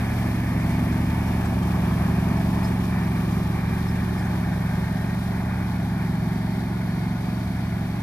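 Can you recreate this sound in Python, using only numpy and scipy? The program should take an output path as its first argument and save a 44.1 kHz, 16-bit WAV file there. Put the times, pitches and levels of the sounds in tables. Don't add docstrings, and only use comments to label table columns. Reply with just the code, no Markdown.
import sys
import numpy as np
from scipy import signal
from scipy.fft import rfft, irfft
from scipy.io import wavfile
from scipy.ndimage import uniform_filter1d, map_coordinates

SR = 44100
rng = np.random.default_rng(int(sys.argv[2]) if len(sys.argv) > 2 else 0)


def digitize_waveform(pressure):
    field = np.atleast_2d(pressure).T
    bounded = np.clip(field, -1, 1)
    quanta = np.round(bounded * 32767).astype(np.int16)
    wavfile.write(sys.argv[1], SR, quanta)


N = 353682
TIME = np.arange(N) / SR
BIN_HZ = np.maximum(np.arange(N // 2 + 1) * SR / N, 1)


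def undb(db):
    return 10 ** (np.asarray(db) / 20)


def unit(x):
    return x / np.sqrt(np.mean(x ** 2))


def curve(table):
    return np.interp(TIME, *np.transpose(table))


def spectra(table):
    hz, *columns = np.transpose(table)
    return np.array([np.interp(np.log(BIN_HZ), np.log(hz), c) for c in columns])


def bell(offset, spread):
    return np.exp(-.5 * (offset / spread) ** 2)


def wander(rate_hz):
    hold = int(SR / rate_hz)
    steps = np.repeat(rng.standard_normal(N // hold + 1), hold)
    return unit(uniform_filter1d(uniform_filter1d(steps, hold), hold)[:N])


def spreading(near_db, doubling_db, nearest_s=0.6, nearest_m=1.92, speed_m_s=0.6):
    distance_m = np.hypot(nearest_m, speed_m_s * (TIME - nearest_s))
    return near_db - doubling_db * np.log2(distance_m / nearest_m)


def directivity(lobes):
    return sum(db * bell(TIME - centre_s, spread_s) for centre_s, spread_s, db in lobes)


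def cavity_lag(hz, centre_hz, width_hz):
    return np.arctan((hz ** 2 - centre_hz ** 2) / (hz * width_hz))


def throb(cycles, phase, depth_db):
    return undb(depth_db * np.cos(2 * np.pi * (cycles - phase)))


# time_s, cycle_hz
ENGINE_SPEED = [(0.0, 22.783), (0.22, 22.723), (0.6, 22.889), (1.18, 22.758), (1.85, 22.771),
                (2.26, 23.089), (2.79, 22.769), (2.99, 22.558), (4.49, 22.677), (4.99, 22.919),
                (5.4, 22.765), (5.96, 22.848), (6.24, 22.688), (6.7, 22.627), (7.36, 22.827), (8.0, 22.73)]

def engine_cycles():
    return np.cumsum(curve(ENGINE_SPEED)) / SR


PRESSURE_PULSES = [(.136, .61), (.527, .46), (.814, -.94), (.947, -1.08)]
# cycle_multiple, relative_db
MUFFLER_HARMONICS = [(1, -44), (2, -12), (3, -10.5), (4, -16), (5, -0.5), (6, -7.5), (7, -8), (8, 0.95),
                     (9, -7.5), (10, -12), (11, -8.5), (12, -27.5), (13, -17), (14, -18.5), (15, -32.5),
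                     (16, -19.5), (17, -25), (18, -43), (19, -35), (21, -32.5)]
# centre_s, spread_s, gain_db
BOOM_LOBES = [(0.2, 0.68, -2.5), (2.45, 0.44, 2), (6.3, 0.38, 1)]
BARK_LOBES = [(.85, 0.26, 4.5), (4.9, 0.73, -5.5), (6.1, 0.34, 2.5)]

def engine_drone(cycles, jitter_cycles=0.00062, right_bias_db=0.77):
    pulse_phase, strength = np.transpose(PRESSURE_PULSES)
    cycle_hz = cycles[-1] / TIME[-1]
    angle = 2 * np.pi * (cycles + jitter_cycles * wander(30))
    low_db = spreading(-27, 3.5)
    boom_db = spreading(-29, 2.35) + directivity(BOOM_LOBES)
    bark_db = spreading(-27.5, 4.6) + directivity(BARK_LOBES)
    drone = 0
    for k, db in MUFFLER_HARMONICS:
        coefficient = np.sum(strength * np.exp(-2j * np.pi * k * pulse_phase))
        lag = cavity_lag(k * cycle_hz, centre_hz=65, width_hz=19)
        band_db = low_db if k < 6 else bark_db if 10 <= k < 15 else boom_db
        drone += undb(db + band_db) * np.cos(k * angle + np.angle(coefficient) - lag)
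    balance = undb([[-right_bias_db / 2], [right_bias_db / 2]])
    return np.sqrt(2) * drone * undb(0.14 * wander(45)) * balance


# spindle_multiple, relative_db
BLADE_HARMONICS = [(2, 2), (3, -13.5), (4, 1.5), (5, -10), (6, -6), (8, -15.5), (10, -17.5)]
# time_s, gain_db
HUM_GAIN = [(0, -36), (0.45, -35), (.9, -32), (1.5, -33.7), (2.15, -32), (2.95, -37), (3.55, -34),
            (4.2, -36), (5.15, -38.5), (5.6, -35.7), (6.2, -42.5), (7.05, -52), (7.5, -36), (8.0, -47)]
OCTAVE_GAIN = [(0.25, -42), (0.7, -34.5), (1.5, -35.5), (2.1, -32.5), (3.05, -34), (3.5, -37.5), (4.1, -33),
               (4.9, -37), (5.5, -40), (6.2, -34), (6.65, -45), (7.4, -60), (7.9, -35)]

def blade_hum(cycles, turns_per_cycle=1.7419, slip_turns=0.0041):
    spindle_turns = turns_per_cycle * cycles + .088
    spindle_hz = (spindle_turns[-1] - spindle_turns[0]) / TIME[-1]
    angle = 2 * np.pi * (spindle_turns + slip_turns * wander(2.87))
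    firm_db = {2: curve(HUM_GAIN), 4: curve(OCTAVE_GAIN)}
    overtone_db = spreading(-36, 4)
    hum = 0
    for k, db in BLADE_HARMONICS:
        level_db = db + firm_db.get(k, overtone_db)
        flutter_db = (.6 if k in firm_db else 2.5) * wander(6)
        lag = cavity_lag(k * spindle_hz, centre_hz=115, width_hz=60)
        hum += undb(level_db + flutter_db) * np.cos(k * angle - lag)
    return np.sqrt(2) * hum


# frequency_hz, left_lead_rad, coherence
STEREO_FIELD = [(60, -0.5, 1), (287, 0.43, 0.98), (394, 0.8, 1), (500, 1.5, 0.96), (605, 0.54, 0.9),
                (850, 0.19, 1), (1290, 1.5, 0.75), (1550, 0.31, 0.97), (2390, 1.36, 0.96), (3080, 3, 0.45),
                (4530, 5, 0.33), (6600, 8.5, 0), (14000, 19, 0)]

def radiate(force, body):
    lead_rad, coherence = spectra(STEREO_FIELD)
    sides = np.array([[1], [-1]])
    direct = np.sqrt(1 + coherence) * rfft(force)
    scattered = np.sqrt(1 - coherence) * rfft(rng.standard_normal(N)) * sides
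    low_hz, high_hz = body[0][0], body[-1][0]
    skirts = np.minimum(1, np.minimum(BIN_HZ / low_hz, high_hz / BIN_HZ)) ** 2
    response = skirts * undb(spectra(body)) * np.exp(.5j * lead_rad * sides)
    return unit(irfft((direct + scattered) * response, N))


# frequency_hz, left_db, right_db
RUMBLE_SPECTRUM = [(18, -17, -17), (36, -18, -17), (75, -0.5, -1.5), (130, -2.5, -2.5), (225, 3, 5),
                   (301, -4, -1), (397, -16.5, -4), (510, -13, -35), (800, -47, -53)]
# centre_s, spread_s, gain_db
RUMBLE_LOBES = [(2.8, 0.7, 0.94), (4.9, 0.91, -0.81), (7.5, 0.32, -0.49)]

def air_rumble(cycles):
    churn = radiate(rng.standard_normal(N), RUMBLE_SPECTRUM)
    level_db = spreading(-35, 1.34) + directivity(RUMBLE_LOBES)
    return churn * throb(cycles, phase=0.86, depth_db=2) * undb(level_db)


def crank_jolts(cycles, phase=.55, spread_db=2, decay_s=0.0048):
    onsets = np.diff(np.floor(2 * (cycles - phase)), prepend=np.floor(-2 * phase)) > 0
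    impulses = onsets * undb(spread_db * np.clip(rng.standard_normal(N), -2, 2))
    envelope = signal.lfilter([1], [1, -np.exp(-1 / (decay_s * SR))], impulses)
    return unit(envelope * rng.standard_normal(N))


def turbulence(cycles, locked_share, renew_s=0.9):
    cycle_samples = int(N / cycles[-1])
    patterns = rng.standard_normal((int(TIME[-1] / renew_s) + 3, cycle_samples))
    position = [TIME / renew_s, cycles % 1 * cycle_samples]
    locked = unit(map_coordinates(patterns, position, order=3, mode="grid-wrap"))
    return np.sqrt(locked_share) * locked + np.sqrt(1 - locked_share) * rng.standard_normal(N)


# frequency_hz, left_db, right_db
DECK_RESPONSE = [(300, -6, -11), (450, -9, -3.5), (569, -1.5, -25), (621, 1.5, -6), (765, 0, -2),
                 (900, 0, -1), (933, -10.5, -0.5), (1207, -4, -7), (1333, -10, -10.5), (1690, -39, -45)]

def deck_roar(cycles, jolts, surge_db):
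    force = turbulence(cycles, locked_share=0.29) + undb(-9) * jolts
    return radiate(force, DECK_RESPONSE) * undb(spreading(-36, 3.93) + surge_db)


# frequency_hz, left_db, right_db
SHROUD_RESPONSE = [(1160, -13.5, -22), (1480, 4, -15), (1576, -1, 0.5), (1790, -1, 1.6), (1880, -2, -3.5),
                   (2160, -3.5, 2.5), (2410, -4.5, 0.5), (2584, -8, -8), (3220, -29, -31)]

def fan_whirr(cycles, jolts, surge_db):
    force = turbulence(cycles, locked_share=0.31) + undb(-13.5) * jolts
    whirr = radiate(force, SHROUD_RESPONSE) * throb(cycles, phase=0.12, depth_db=0.7)
    return whirr * undb(spreading(-41, 2.86) + 0.99 * surge_db + 0.76 * wander(30))


def grit(count=520, low_hz=4000, high_hz=13500, spread_db=2.5, tick_s=.0003, ring_s=.003):
    pings = np.zeros(N)
    t = np.arange(0, .04, 1 / SR)
    for when, pitch, size, ringing in rng.random((count, 4)):
        hz = low_hz + pitch * (high_hz - low_hz)
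        size_db = spread_db * min(-np.log(1 - size), 3)
        decay_s = tick_s * (ring_s / tick_s) ** ringing
        peak = undb(size_db) * np.sqrt(ring_s / decay_s)
        span = int(when * (N - len(t))) + np.arange(len(t))
        pings[span] += peak * np.exp(-t / decay_s) * np.sin(2 * np.pi * hz * t)
    return pings


def peaking_filter(x, hz, width_hz, gain_db):
    band = signal.lfilter(*signal.iirpeak(hz, hz / width_hz, fs=SR), x)
    return x + (undb(gain_db) - 1) * band


# frequency_hz, left_db, right_db
HISS_SPECTRUM = [(2130, -17, -19), (2860, 0.5, -2), (3580, 1.5, -5.5), (4200, -1.3, -7), (5170, -4.5, -8),
                 (6050, -5, -13), (7000, -9, -47), (8200, -10, -20.5), (9500, -9, -12), (12100, -9, -10.5),
                 (13600, -7.5, -17), (14600, -18, -19)]
# centre_hz, width_hz, gain_db
PANEL_MODES = [(3280, 45, 2), (3750, 64, 1.5), (3950, 90, 2.5), (4150, 70, -2.5), (4250, 50, 4),
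               (4450, 50, 4), (4780, 50, 2), (5300, 50, 3.5)]

def tip_hiss(cycles, shadow_hz=7500):
    spray = turbulence(cycles, locked_share=0.11) + undb(-8) * grit()
    air = radiate(spray, HISS_SPECTRUM)
    for hz, width_hz, gain_db in PANEL_MODES:
        air = peaking_filter(air, hz, width_hz, gain_db)
    from_chuff = (cycles - 0.2 + .5) % 1 - .5
    chuff_db = 1.5 * bell(from_chuff, spread=.08)
    air = unit(air * undb(chuff_db)) * undb(0.58 * wander(15))
    top = signal.sosfiltfilt(signal.butter(2, shadow_hz, "high", fs=SR, output="sos"), air)
    return (air - top) * undb(spreading(-46.5, 2.14)) + top * undb(spreading(-42.5, 3.76))


# cycle_multiple, relative_db
WHINE_HARMONICS = [(29, -.5), (32, -5), (34, -2.5), (37, -5), (54, -6.5), (63, -15), (76, -4), (81, -6.5)]

def gear_whine(cycles, flutter_db=3, wobble_rad=0.88):
    field_hz, lead_rad, _ = np.transpose(STEREO_FIELD)
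    cycle_hz = cycles[-1] / TIME[-1]
    whine = 0
    for k, db in WHINE_HARMONICS:
        stereo_rad = np.interp(k * cycle_hz, field_hz, lead_rad) * np.array([[.5], [-.5]])
        gain = undb(db + flutter_db * wander(7))
        angle = 2 * np.pi * (k * cycles + rng.random()) + wobble_rad * wander(12)
        whine += gain * np.cos(angle + stereo_rad)
    return np.sqrt(2) * whine * undb(spreading(-54, 3.3))


# centre_s, spread_s, centre_hz, width_hz, gain_db
BAND_SWELLS = [(2, 1.2, 68, 8, 2), (7, 0.21, 159, 9, 8), (4, 1.9, 182, 12, 0.7), (3, 1.3, 84, 7.6, -4),
               (8, 2.1, 95, 13, 5.5), (5, 2.2, 150, 11, 0.5), (4, 0.64, 205, 5.7, -2),
               (5, 0.29, 1860, 52, 5), (4.85, .45, 630, 90, 2.5), (6.5, 0.81, 250, 16, 1),
               (3.5, 0.41, 280, 34, -1), (10, .5, 228, 14, -5), (2.06, 0.64, 380, 120, 1.5),
               (3.5, 0.75, 368, 30, 4), (1.66, 0.96, 530, 120, 2.5), (4, 0.52, 675, 190, -2.5),
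               (1, 0.4, 780, 640, -2.5), (1.5, 0.54, 1100, 1100, 1.7), (1, 0.26, 1740, 77, 0.5),
               (0.7, 0.32, 2040, 490, 2.5), (1.5, 1.5, 2710, 290, 3), (1, 1.1, 3930, 700, -3),
               (2, 1.2, 2075, 130, -7.5), (3.5, 1.6, 1110, 260, 2), (2, 0.37, 2400, 93, 1),
               (3.5, 1.5, 1850, 42, 5), (2.5, 0.21, 8700, 6500, 0.3), (5, 1, 1600, 47, 5.5),
               (7, 0.77, 4500, 120, 5.5), (6.2, 1.4, 2730, 350, -3), (3, 0.5, 600, 150, -2.5),
               (3.5, 0.64, 316, 50, 2), (0.5, .25, 1850, 64, 3), (8.5, .4, 690, 270, -1),
               (0, 0.4, 860, 500, -2), (6.5, 0.36, 340, 93, 2.5), (4.5, 0.22, 220, 12, -3),
               (0, .5, 137, 12, 1), (4, 1, 150, 12, 0.2), (7, 1, 1305, 150, -3), (7.2, 2, 1430, 58, 6.5)]

def swell_bands(x):
    for centre_s, spread_s, hz, width_hz, gain_db in BAND_SWELLS:
        x = peaking_filter(x, hz, width_hz, gain_db * bell(TIME - centre_s, spread_s))
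    return x


# centre_s, pitch_hz, tone_db, scrape_db
SQUEAKS = [(.608, 8270, -60, -53), (.705, 8950, -55, -50), (.737, 5250, -57, -53), (.93, 3500, -60, -51),
           (1.281, 5510, -51, -55), (1.457, 7900, -56, -48.5), (1.634, 3160, -50, -51),
           (2.408, 3380, -52, -54), (2.651, 5130, -42.5, -49), (2.685, 8270, -54, -55),
           (2.84, 5500, -58, -62), (3.035, 5350, -55, -60), (3.32, 3900, -58, -49), (3.892, 5170, -48, -56),
           (3.965, 2700, -53, -56), (4.198, 5080, -51, -52), (4.255, 6290, -57, -55),
           (4.609, 12660, -58, -60)]

def chassis_squeaks(waver_hz=40, spread_s=.0095):
    squeaks = np.zeros((2, N))
    t = np.arange(-.04, .04, 1 / SR)
    swell = bell(t, spread_s)
    detune_hz = waver_hz * wander(390)
    scrape_band = signal.butter(2, [2900, 9000], "band", fs=SR, output="sos")
    scrape = unit(signal.sosfilt(scrape_band, rng.standard_normal((2, N))))
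    for centre_s, pitch_hz, tone_db, scrape_db in SQUEAKS:
        span = int((centre_s + t[0]) * SR) + np.arange(len(t))
        tone = np.sin(2 * np.pi * np.cumsum(pitch_hz + detune_hz[span]) / SR)
        squeaks[:, span] += swell * (undb(tone_db) * tone + undb(scrape_db) * scrape[:, span])
    return squeaks


def scene():
    cycles = engine_cycles()
    drone = engine_drone(cycles)
    hum = blade_hum(cycles)
    rumble = air_rumble(cycles)
    surge_db = 0.64 * wander(13)
    jolts = crank_jolts(cycles)
    roar = deck_roar(cycles, jolts, surge_db)
    whirr = fan_whirr(cycles, jolts, surge_db)
    hiss = tip_hiss(cycles)
    whine = gear_whine(cycles)
    return hum + swell_bands(drone + rumble + roar + whirr + hiss + whine) + chassis_squeaks()


def record(dry, cutoff_hz=14600):
    return signal.sosfilt(signal.ellip(10, .1, 80, cutoff_hz, fs=SR, output="sos"), dry)


dry = scene()
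out = record(dry)
digitize_waveform(out)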